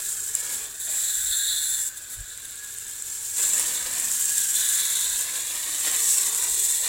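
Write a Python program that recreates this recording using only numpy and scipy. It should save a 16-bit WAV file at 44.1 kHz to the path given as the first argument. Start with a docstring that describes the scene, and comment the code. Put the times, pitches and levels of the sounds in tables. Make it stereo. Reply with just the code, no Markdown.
"""Hose watering plants in a metal tub

A hose with a shower nozzle is heard outdoors from just behind the hand. Turbulence gives filtered noise
that hisses and fitfully sizzles; resonances sing and whistle. Random impacts patter brightly on bare soil
and drum more fully on leaves. Narrow noise bands make foam and gurgles, single fat drops smack, bubbles ping.
Puffs of air rumble on the microphone over a faint rumble and hum. Every level_db is a gain ahead of
any later filter, echo or balance.
"""
import sys
import numpy as np
from scipy import signal
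from scipy.fft import rfft, irfft
from scipy.io import wavfile
from scipy.ndimage import map_coordinates

SR = 44100
rng = np.random.default_rng(int(sys.argv[2]) if len(sys.argv) > 2 else 0)


def unload_audio(sound):
    """Save the sound as a 16-bit wav file, at the path given as the first command line argument."""
    columns = np.transpose(np.atleast_2d(sound))
    # keep every value between -1 and 1, then stretch to whole-number steps
    steps = np.round(np.clip(columns, -1, 1) * 32767)
    wavfile.write(sys.argv[1], SR, steps.astype(np.int16))


N = 303408


def from_db(db):
    """Logarithmic level: 20 dB is a tenfold amplitude gain."""
    return 10 ** (np.asarray(db) / 20)


def rms_one(x):
    """Power normalisation: scale to unit rms."""
    return x / np.sqrt(np.mean(x ** 2) + 1e-20)


def in_time(rows):
    """Linear interpolation: each column of a time curve at every sample."""
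    s, *columns = np.transpose(rows)
    return [np.interp(np.arange(N) / SR, s, c) for c in columns]


def drift(rate_hz):
    """Low-passed random process: white noise through two equal poles at rate_hz, spread 1."""
    step = 40    # samples between computed points
    r = np.exp(-2 * np.pi * rate_hz * step / SR)
    settle = 2000    # points dropped while the filter settles
    slow = signal.lfilter([1], [1, -2 * r, r * r], rng.standard_normal(N // step + settle + 2))[settle:]
    return np.interp(np.arange(N) / step, np.arange(len(slow)), rms_one(slow))


def colour(x, points, size=8192):
    """Minimum-phase filtering: a causal response whose magnitude follows (frequency_hz, gain_db)."""
    hz, db = np.transpose(points)
    grid = np.maximum(np.fft.rfftfreq(size, 1 / SR), 1)
    log_magnitude = np.log(from_db(np.interp(np.log(grid), np.log(hz), db)))
    cepstrum = irfft(log_magnitude)
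    # folding the cepstrum onto positive time makes the response causal
    cepstrum[1:size // 2] *= 2
    cepstrum[size // 2 + 1:] = 0
    response = irfft(np.exp(rfft(cepstrum)))[:size // 2]
    return signal.oaconvolve(x, response[None], axes=1)[:, :N]


def stereo_noise(alike):
    """Partial coherence: white noise on two channels that share this fraction of their power."""
    alike = np.clip(alike, 0, 1)
    common = np.sqrt(alike) * rng.standard_normal(N)
    return common + np.sqrt(1 - alike) * rng.standard_normal((2, N))


def panned(x, left_db):
    """Interaural level difference: the left channel exceeds the right by left_db."""
    return x * from_db([[left_db / 2], [-left_db / 2]])


def bell(centre_s, spread_s):
    """Gaussian envelope: gain 1 at its centre, with spread_s as standard deviation."""
    t = np.arange(N) / SR
    return np.exp(-((t - centre_s) / spread_s) ** 2 / 2)


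def burst(start_s, length_s, attack_s, release_s):
    """Exponential envelope: rises to 1 by the start, holds, then dies away."""
    t = np.arange(N) / SR
    before = np.maximum(start_s - t, 0) / attack_s
    after = np.maximum(t - start_s - length_s, 0) / release_s
    return np.exp(-np.minimum(before + after, 30))


def droplets(per_s, size_db, scatter_ms, scatter_db):
    """Shot noise: random impacts of uneven size, each with its own lag and balance between the ports."""
    at = np.flatnonzero(rng.random(N) < per_s / SR)
    size, side, lean = np.clip(rng.standard_normal((3, len(at))), -2.5, 2.5)
    push = from_db(size_db * size) * rng.choice([-1, 1], len(at))
    lag = np.round(scatter_ms * side * SR / 1000).astype(int)
    left = np.bincount((at + lag) % N, push * from_db(scatter_db * lean / 2), N)
    right = np.bincount(at, push * from_db(-scatter_db * lean / 2), N)
    return rms_one(np.array([left, right]))


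def plinks(per_s, size_db, cycles, low_hz, high_hz, count=36):
    """Damped resonance: random impulses ring two-pole resonators, falling 60 dB in the given cycles."""
    at = np.flatnonzero(rng.random(N) < per_s / SR)
    size = np.clip(rng.standard_normal(len(at)), -2, 2)
    push = from_db(size_db * size) * rng.choice([-1, 1], len(at))
    dealt = rng.integers(0, count, len(at))    # which resonator each impulse strikes
    out = np.zeros((2, N))
    for k, hz in enumerate(np.geomspace(low_hz, min(high_hz, SR / 3), count)):
        w = 2 * np.pi * hz / SR
        r = np.exp(-np.log(1000) * hz / (cycles * SR))
        clicks = np.bincount(at[dealt == k], push[dealt == k], N) + 1e-18
        rung = w * signal.lfilter([np.sin(w)], [1, -2 * r * np.cos(w), r * r], clicks)
        out += panned(rung, rng.normal(0, 4))
    return rms_one(out)


def narrow_band(pitch_hz, width_hz):
    """Frequency shifting: low-passed complex noise is moved up to sing around a pitch; rms 1."""
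    cloud = stereo_noise(alike=0.22) + 1j * stereo_noise(alike=1.0)
    cloud = signal.sosfilt(signal.butter(2, width_hz / 2, fs=SR, output="sos"), cloud)
    phase = 2 * np.pi * np.cumsum(pitch_hz * np.ones(N)) / SR
    return rms_one(np.real(cloud * np.exp(1j * phase)))


def tub_echoes(x, echo_db, longest_ms, swing, count=5):
    """Comb filtering: short tub-wall echoes on slowly wandering paths make the colour ripple."""
    out, now, gain = x.copy(), np.arange(N), from_db(echo_db)
    for share in np.geomspace(.15, 1, count):
        path = share * longest_ms * SR / 1000 * np.exp(swing * drift(.45))    # nominal longest path
        for ear in (0, 1):
            delay = np.round(path + rng.normal(0, 2)).astype(int)
            out[ear] += gain * x[ear].take(now - delay, mode="wrap")
    return out / np.sqrt(1 + count * gain ** 2)


def nozzle():
    """Superposition: steady hiss, fitful sizzle and three kinds of resonance add at the nozzle."""
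    sizzling, whistling = sizzle_fits()
    crackle = droplets(per_s=25000, size_db=1.0, scatter_ms=.035, scatter_db=9.0)
    crackle = crackle * from_db(1.0 * drift(22))
    jet = hiss() + sizzle(crackle, sizzling, whistling) + head_ring(crackle, sizzling)
    return jet + hollow() + hole_whistles()


# slow course of the hiss: time_s, level_db
HISS_LEVEL = [(0, -26), (.75, -30.5), (1.75, -32.5), (2.0, -32), (3.3, -31.5), (3.45, -23), (4.4, -27.5),
              (6.0, -34.5), (6.88, -35)]
# spectrum of the hiss: frequency_hz, gain_db
HISS_COLOUR = [(150, -9), (280, -12.5), (385, -5.5), (560, -17.5), (720, -22), (1000, -18), (1250, -21),
               (1550, -7.5), (1950, -19.5), (2400, -11.5), (5000, -10.5), (11000, -28), (15000, -5)]


def hiss():
    """Turbulence noise: dense random impulses at the holes fuse into a coloured hiss."""
    level_db, = in_time(HISS_LEVEL)
    turbulence = droplets(per_s=25000, size_db=3.5, scatter_ms=0.043, scatter_db=5.5)
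    turbulence = turbulence * from_db(level_db + 1.0 * drift(28.0))
    return panned(colour(turbulence, HISS_COLOUR), left_db=-2.5)


# fits of sizzling: start_s, length_s, level_db, whistle_db (relative to the sizzle)
SIZZLE_FITS = [(0.0, 0.13, -21.5, -8), (.52, 0.04, -18.5, -13), (0.628, .02, -22, -4),
               (0.8, .09, -16.5, -6), (0.89, 0.99, -14, -1.5), (1.967, 0.014, -20.5, -7),
               (2.1, 0.05, -19.5, -6), (2.447, .018, -23.5, -10.5), (3.375, 0.2, -20.5, 8),
               (3.64, .18, -22, -1), (4.37, 0.054, -13.5, -12), (4.555, 0.5, -14, -15),
               (5.1, 1.85, -21.5, -17)]
SIZZLE_ATTACK_S, SIZZLE_RELEASE_S = .008, .011
SIZZLE_IDLE_DB, WHISTLE_IDLE_DB = -36, -31    # floors between fits
# drop from the middle of a fit to its ends; a negative one is a rise
SIZZLE_ARCH_DB, WHISTLE_ARCH_DB = 2, -0.5


def sizzle_fits():
    """Intermittency: gains of sizzle and whistle start abruptly, arch slightly and cut out."""
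    t = np.arange(N) / SR
    sizzling, whistling = from_db(SIZZLE_IDLE_DB), panned(from_db(WHISTLE_IDLE_DB), left_db=2)
    for start_s, length_s, db, whistle_db in SIZZLE_FITS:
        off_middle = (2 * np.clip((t - start_s) / length_s, 0, 1) - 1) ** 2
        fit = from_db(db) * burst(start_s, length_s, SIZZLE_ATTACK_S, SIZZLE_RELEASE_S)
        sizzling = np.maximum(sizzling, fit * from_db(-SIZZLE_ARCH_DB * off_middle))
        whistling = np.maximum(whistling, fit * from_db(whistle_db - WHISTLE_ARCH_DB * off_middle))
    return sizzling, whistling


# spectrum of the sizzle: frequency_hz, gain_db
SIZZLE_COLOUR = [(1200, -43.5), (1550, -22.5), (1850, -17.5), (2200, -27), (3100, -38), (3600, -14),
                 (4200, -14), (5000, -20.5), (6700, -9.5), (7600, -23), (8500, -16.5), (10300, -12),
                 (12500, -13), (15000, -8)]
# spectrum of the thin, airy whistle of the holes: frequency_hz, gain_db
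WHISTLE_COLOUR = [(3000, -78), (6700, -16), (7250, -5.5), (7560, -10.5), (7850, -9), (8500, -16.5),
                  (15000, -54.5)]


def sizzle(crackle, sizzling, whistling):
    """Common excitation: one crackle drives both the broad sizzle and the thin whistle."""
    broad = colour(crackle * sizzling, SIZZLE_COLOUR)
    thin = colour(crackle * whistling, WHISTLE_COLOUR)
    return panned(broad + thin, left_db=-3.0)


# swelling and fading of the spray head's bright ring: time_s, level_db
RING_LEVEL = [(0, -36), (.78, -27), (.83, -25), (1.05, -17.5), (1.22, -18), (1.32, -10), (1.54, -8),
              (1.72, -14), (1.86, -27), (1.9, -35), (2.4, -28.5), (3.33, -33), (3.45, -13), (3.6, -26),
              (3.76, -12), (3.9, -32), (4.33, -28), (4.41, -20), (4.51, -35), (4.57, -12.5), (4.97, -10),
              (5.25, -16.5), (5.7, -19.5), (6.88, -13)]
# resonances of the spray head: frequency_hz, gain_db
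RING_COLOUR = [(2200, -46), (3150, -35), (3380, -7.5), (3560, -1), (3700, -6), (3950, -3.5), (4250, -7),
               (4900, -31.5), (8000, -58.5)]


def head_ring(crackle, sizzling):
    """Forced resonance: crackle excites the spray head, harder during each sizzle fit."""
    level_db, = in_time(RING_LEVEL)
    ringing = np.hypot(from_db(level_db), from_db(-2) * sizzling)
    ring = colour(crackle * ringing * from_db(1.73 * drift(19.0)), RING_COLOUR)
    return panned(ring, left_db=1.0)


# low singing of the hollow behind the nozzle's face: time_s, level_db
HOLLOW_LEVEL = [(0, -28), (.7, -30.5), (1.05, -28), (1.35, -22.5), (1.7, -24), (1.95, -31), (2.9, -31),
                (3.3, -38), (3.45, -23), (3.58, -38), (4.05, -36), (4.35, -24.5), (4.85, -24.5), (5.2, -27),
                (5.4, -41), (6.88, -43)]
# resonances of that hollow: frequency_hz, gain_db
HOLLOW_COLOUR = [(800, -46), (1250, -27), (1400, -11.5), (1520, -3.5), (1600, -5), (1660, 0.5),
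                 (1730, -3.5), (1830, -16), (2000, -28), (2600, -40), (5000, -59)]


def hollow():
    """Cavity resonance: the hollow sings as coloured noise, with a thin note inside it."""
    level_db, = in_time(HOLLOW_LEVEL)
    breath = stereo_noise(alike=0.81) * from_db(level_db + 1.5 * drift(15))
    note_db = -27    # added to the hollow's level
    return panned(colour(breath, HOLLOW_COLOUR) + from_db(level_db + note_db) * flow_note(), left_db=-.5)


def flow_note():
    """Frequency modulation: a thin tone trembles in pitch and flutters in level; rms 1."""
    hz = 1662 * np.exp(.013 * drift(34.9))
    return rms_one(np.sin(2 * np.pi * np.cumsum(hz) / SR) * from_db(3.5 * drift(30)))


# momentary whistles of single holes: centre_s, spread_s, pitch_hz, level_db, left_db
HOLE_WHISTLES = [(1.04, 0.1, 7400, -37.5, -2), (1.43, 0.18, 7600, -39.5, -5), (1.15, .18, 18000, -48, -3),
                 (1.5, .13, 9300, -45, 2), (1.4, .3, 14700, -38, 8), (1.69, 0.1, 10250, -39, -8),
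                 (1.62, .06, 11350, -48, 5), (6.12, 0.11, 8050, -37, -4), (6.13, .08, 5600, -39, 7),
                 (6.65, 0.16, 7950, -39, -11)]


def hole_whistles():
    """Narrow-band noise: single holes whistle breathily, swell and fade, and wander in pitch."""
    out = np.zeros((2, N))
    for centre_s, spread_s, hz, db, left_db in HOLE_WHISTLES:
        whistle = narrow_band(hz * np.exp(.012 * drift(2.5)), width_hz=0.052 * hz)
        out += panned(from_db(db) * bell(centre_s, spread_s) * whistle, left_db)
    return out


# force of the spray on the soil as the fan of drops wanders: time_s, level_db
SOIL_LEVEL = [(0, -29.5), (.55, -28.5), (.72, -39.5), (1.02, -28.5), (1.42, -35), (1.86, -29.5),
              (1.92, -42), (2.45, -40.5), (3.355, -29.5), (3.38, -22.5), (3.6, -23), (3.9, -31),
              (4.0, -23.5), (4.7, -22.5), (5.22, -24.5), (5.3, -29), (5.6, -29), (6.09, -18.5),
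              (6.33, -24.5), (6.7, -20), (6.88, -24.5)]
# lean of the landing spray as the hand swings, then moves on: time_s, left_db
AIM = [(0, 3), (.6, 0), (2.0, 2.5), (2.8, 4.5), (3.6, 1.5), (4.6, 2.5), (6.2, 1)]


def landing_spray():
    """Superposition: water on soil, leaves and foam adds up and leans with the aim."""
    soil_db, = in_time(SOIL_LEVEL)
    lean_db, = in_time(AIM)
    leaf_db = leaf_level(soil_db)
    landing = soil(soil_db) + leaves(leaf_db) + splashing(leaf_db)
    return landing * from_db([lean_db / 2, -lean_db / 2])


def fluttering(level_db):
    """Amplitude modulation: uneven break-up of the streams makes a landing gain flutter."""
    return from_db(level_db + 1.3 * drift(22))


# spectrum of drops on soil: frequency_hz, gain_db
SOIL_COLOUR = [(150, -19.5), (1500, -26), (3000, -4), (5000, -5), (7200, -1.5), (8200, -2.5), (10000, -6),
               (15000, -1.5)]


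def soil(level_db):
    """Impact noise: fine ticks, sparse coarse ones and ringing bubbles patter on wet earth."""
    ticks = droplets(per_s=6000, size_db=3.0, scatter_ms=.07, scatter_db=3.5)
    coarse = droplets(per_s=130, size_db=2.0, scatter_ms=.07, scatter_db=5.0)
    coarse = signal.sosfilt(signal.butter(2, [5500, 13000], "band", fs=SR, output="sos"), coarse)
    fizz = plinks(per_s=600, size_db=3.5, cycles=65, low_hz=5320, high_hz=14600)
    patter = ticks + from_db(-6.0) * coarse + from_db(-12.0) * fizz
    return colour(patter * fluttering(level_db), SOIL_COLOUR)


# passes of the spray over leaves: start_s, length_s, level_db
LEAF_PASSES = [(0.358, 0.2623, -26.5), (0.875, .12, -28.5), (3.385, 0.1693, -25), (3.58, 0.1213, -21),
               (3.72, 0.3297, -23), (4.599, .55, -29.5), (5.2, .58, -24), (5.84, 0.11, -19),
               (6.172, .28, -23), (6.849, .05, -21.5)]


def leaf_level(soil_db):
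    """Energy addition: passes, a steady trickle and rebound from the soil sum in power, in dB."""
    passes = [from_db(db) * burst(start_s, length_s, attack_s=.02, release_s=.09)
              for start_s, length_s, db in LEAF_PASSES]
    strongest = np.max(passes, axis=0)
    trickle, rebound = from_db(-39), from_db(soil_db - 10)
    return 10 * np.log10(strongest ** 2 + trickle ** 2 + rebound ** 2)


# spectrum of drops on leaves: frequency_hz, gain_db
LEAF_COLOUR = [(100, -30.5), (200, -10), (300, -6.5), (400, -5.5), (520, -5), (650, -9), (800, -11),
               (1100, -13), (1350, -14), (2100, -7.5), (3200, -1.5), (5000, -6.5), (8000, -12.5),
               (15000, -11)]


def leaves(level_db):
    """Struck resonators: drops drum on leaves with taps, rings and soft low thuds."""
    taps = droplets(per_s=6000, size_db=5.0, scatter_ms=.06, scatter_db=6.5)
    rings = plinks(per_s=600, size_db=15.5, cycles=220, low_hz=897, high_hz=4428)
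    thuds = plinks(per_s=160, size_db=5.5, cycles=15, low_hz=144, high_hz=1013)
    splatter = taps + from_db(-15.0) * rings + from_db(-23.0) * thuds
    return panned(colour(splatter * fluttering(level_db), LEAF_COLOUR), left_db=-0.7)


# gurgles and froth where the jet digs into soil or fills a leaf: centre_s, spread_s, pitch_hz, level_db
GURGLES = [(0.55, 0.038, 275, -48), (0.9, 0.035, 620, -48), (3.648, 0.14, 200.6, -52),
           (4.043, 0.14, 258, -47.5), (4.85, 0.13, 1877, -45.5), (5.927, 0.081, 408.4, -42),
           (6.104, 0.13, 2050, -46.5), (6.38, 0.13, 1080, -48.5), (6.598, 0.13, 399, -47),
           (6.65, 0.22, 2053, -44.5), (6.856, 0.053, 624, -41.5)]


def splashing(leaf_db):
    """Bubble resonance: foam sings higher the harder the leaves are hit; hollows gurgle briefly."""
    foam_hz = 1968 + 16 * (leaf_db + 29)    # rises 16 Hz per dB
    foam_db = 1.097 * leaf_db - 19.0    # foam builds up faster than the drumming that makes it
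    out = narrow_band(foam_hz * np.exp(.07 * drift(6)), width_hz=900) * fluttering(foam_db)
    for centre_s, spread_s, hz, db in GURGLES:
        out = out + from_db(db) * bell(centre_s, spread_s) * narrow_band(hz, width_hz=0.25 * hz)
    return out


# swing of the hand from side to side, as delay of the left port: time_s, lag_ms
SWING = [(0, .08), (.7, .17), (1.05, .06), (1.35, .005), (1.9, .09), (2.65, .03), (3.3, .07), (3.75, .14),
         (4.1, .06), (4.6, .005), (5.0, .06), (5.45, .1), (5.95, .06), (6.5, .17), (6.88, .07)]


def swung(x):
    """Interaural time difference: the left port hears the spray with a varying lag."""
    lag_ms, = in_time(SWING)
    heard_at = np.arange(N) - lag_ms * SR / 1000
    left = map_coordinates(x[0], [heard_at], order=5, mode="mirror")
    return np.array([left, x[1]])


# fat drops that smack close by: start_s, level_db, left_db
FAT_DROPS = [(0.352, 8, -1), (0.4034, -2, -1), (0.494, -7, 0), (1.9731, -12, 0), (2.2074, -18, 4),
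             (2.4546, -13, 0), (2.8832, -12, 5), (3.023, -2, -2), (3.1136, -9, 0), (3.382, 0, 0),
             (3.5336, 3.5, 0), (3.5807, 3, -2), (3.5965, 3, -2), (3.999, -3, 0), (4.0447, -4, -4),
             (4.116, 3, -2), (4.256, -1, 0), (4.3804, 2, 0), (4.9698, 3, -2), (5.1599, 0, 3),
             (5.5768, -7, 0), (5.8621, -3, 5), (6.125, 3, 0), (6.348, 4, -4), (6.3581, 0, -3),
             (6.4248, -3, 0), (6.7026, 0, 4), (6.7077, -1, 3)]
# spectrum of the smacks: frequency_hz, gain_db
SMACK_COLOUR = [(300, -23), (1500, -11), (4000, -14), (7500, 5), (11000, -2), (15000, -5)]


def fat_drops(smack_db, splash_db, splash_s):
    """Impulse excitation: one hard smack, then a few milliseconds of decaying noise splash."""
    out, age = np.zeros((2, N)), np.arange(SR // 20) / SR
    for start_s, db, left_db in FAT_DROPS:
        shape = from_db(splash_db) * rng.standard_normal((2, len(age))) * np.exp(-age / splash_s)
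        shape[:, 0] = 1    # the smack itself
        at = round(start_s * SR)
        out[:, at:at + len(age)] += from_db(db + smack_db) * panned(shape, left_db)[:, :N - at]
    return colour(out, SMACK_COLOUR)


# high pings of bursting bubbles: start_s, pitch_hz, t60_s, level_db, left_db
PINGS = [(2.2062, 9500, .004, -30, 6), (2.4007, 13500, .004, -25, 4), (2.74, 12350, .03, -31, 0),
         (3.5965, 10600, .01, -16, 10), (3.9305, 12500, .001, -15, 4), (3.999, 10600, .008, -17, 8),
         (4.1963, 14000, .002, -9, 3), (5.5768, 12000, .001, -15, 3)]


def pings():
    """Free decay: each burst bubble is one exponentially dying tone."""
    out, age = np.zeros((2, N)), np.arange(SR // 20) / SR
    for start_s, hz, t60_s, db, left_db in PINGS:
        at = round(start_s * SR)
        tone = from_db(db - 60 * age / t60_s) * np.sin(2 * np.pi * hz * age)
        out[:, at:at + len(age)] += panned(tone, left_db)
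    return out


def wet_earth(level_db):
    """Damped resonance: soaked soil keeps ticking softly with tiny bursts."""
    return from_db(level_db) * plinks(per_s=40, size_db=4.0, cycles=18, low_hz=9000, high_hz=14500, count=10)


# puffs of air on the microphone: centre_s, spread_s, level_db
PUFFS = [(1.18, 0.025, -41.5), (1.28, 0.035, -43.5), (1.512, 0.03, -51), (1.73, 0.05, -51),
         (2.199, 0.025, -33.5), (5.139, 0.072, -52), (6.525, 0.013, -41)]
# spectrum of the puffs: frequency_hz, gain_db
PUFF_COLOUR = [(12, -18), (25, -3), (45, 11), (80, -1), (130, -10.5), (300, -47), (1000, -73)]


def wind_puffs():
    """Pressure turbulence: brief Gaussian gusts gate low rumbling noise at the ports."""
    gust = sum(from_db(db) * bell(centre_s, spread_s) for centre_s, spread_s, db in PUFFS)
    rumble = rms_one(colour(stereo_noise(alike=0.28), PUFF_COLOUR))
    return panned(gust * rumble, left_db=8)


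# spectrum of the distant background: frequency_hz, gain_db
YARD_COLOUR = [(12, -20), (30, -16), (45, -19), (58, -2), (80, -3), (130, -13), (250, -13.5), (1000, -44),
               (5000, -53)]


def yard():
    """Stationary noise: a faint distant rumble, mostly alike at both ports."""
    rumble = from_db(-56.5) * rms_one(colour(stereo_noise(alike=0.68), YARD_COLOUR))
    return panned(rumble, left_db=-1.5)


# hum of a distant machine: pitch_hz, level_db
HUM = [(45, -60.5), (107.7, -62)]


def distant_hum():
    """Pure tones: a machine's hum wavers slowly in level and phase."""
    t, out = np.arange(N) / SR, np.zeros(N)
    for hz, db in HUM:
        tone = np.sqrt(2) * np.sin(2 * np.pi * hz * t + 0.59 * drift(3.5))    # rms 1
        out += from_db(db + 2.0 * drift(0.48)) * tone
    return panned(out, left_db=-1.5)


def scene():
    """Superposition: nozzle close by, water landing inside the tub, open air around."""
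    jet = tub_echoes(nozzle(), echo_db=-11.5, longest_ms=11.0, swing=.07)
    landing = tub_echoes(landing_spray(), echo_db=-9.5, longest_ms=7.0, swing=.13)
    smacks = fat_drops(smack_db=-6.0, splash_db=-18, splash_s=.0018)
    ticking = pings() + wet_earth(level_db=-50.5)
    air = wind_puffs() + yard() + distant_hum()
    return swung(jet + landing) + smacks + ticking + air


# resonances of the two microphone ports: frequency_hz, left_gain_db, right_gain_db
PORTS = [(150, -3.5, -8.5), (760, -5, -6), (945, 3, -0.5), (1960, 2, -1.5), (2840, -4, -4),
         (3930, -6.5, -1), (4460, -2, -3), (5610, 3, -12), (6445, 5.5, -5.5), (7510, 14.5, 6.5),
         (8700, 8, 8), (10100, 5, 6), (12370, 2, -3), (16300, -4, -22)]


def record(dry):
    """Transducer response: each port resonates, peaks saturate softly and the top is cut."""
    ports = np.array(PORTS)
    heard = np.vstack([colour(dry[[ear]], ports[:, [0, ear + 1]]) for ear in (0, 1)])
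    rounded = 1.2 * np.tanh(heard / 1.2)
    top_cut = signal.ellip(12, .1, 80, 16000, fs=SR, output="sos")    # low-pass at 16 kHz
    return signal.sosfilt(top_cut, rounded)


dry = scene()
out = record(dry)
unload_audio(out)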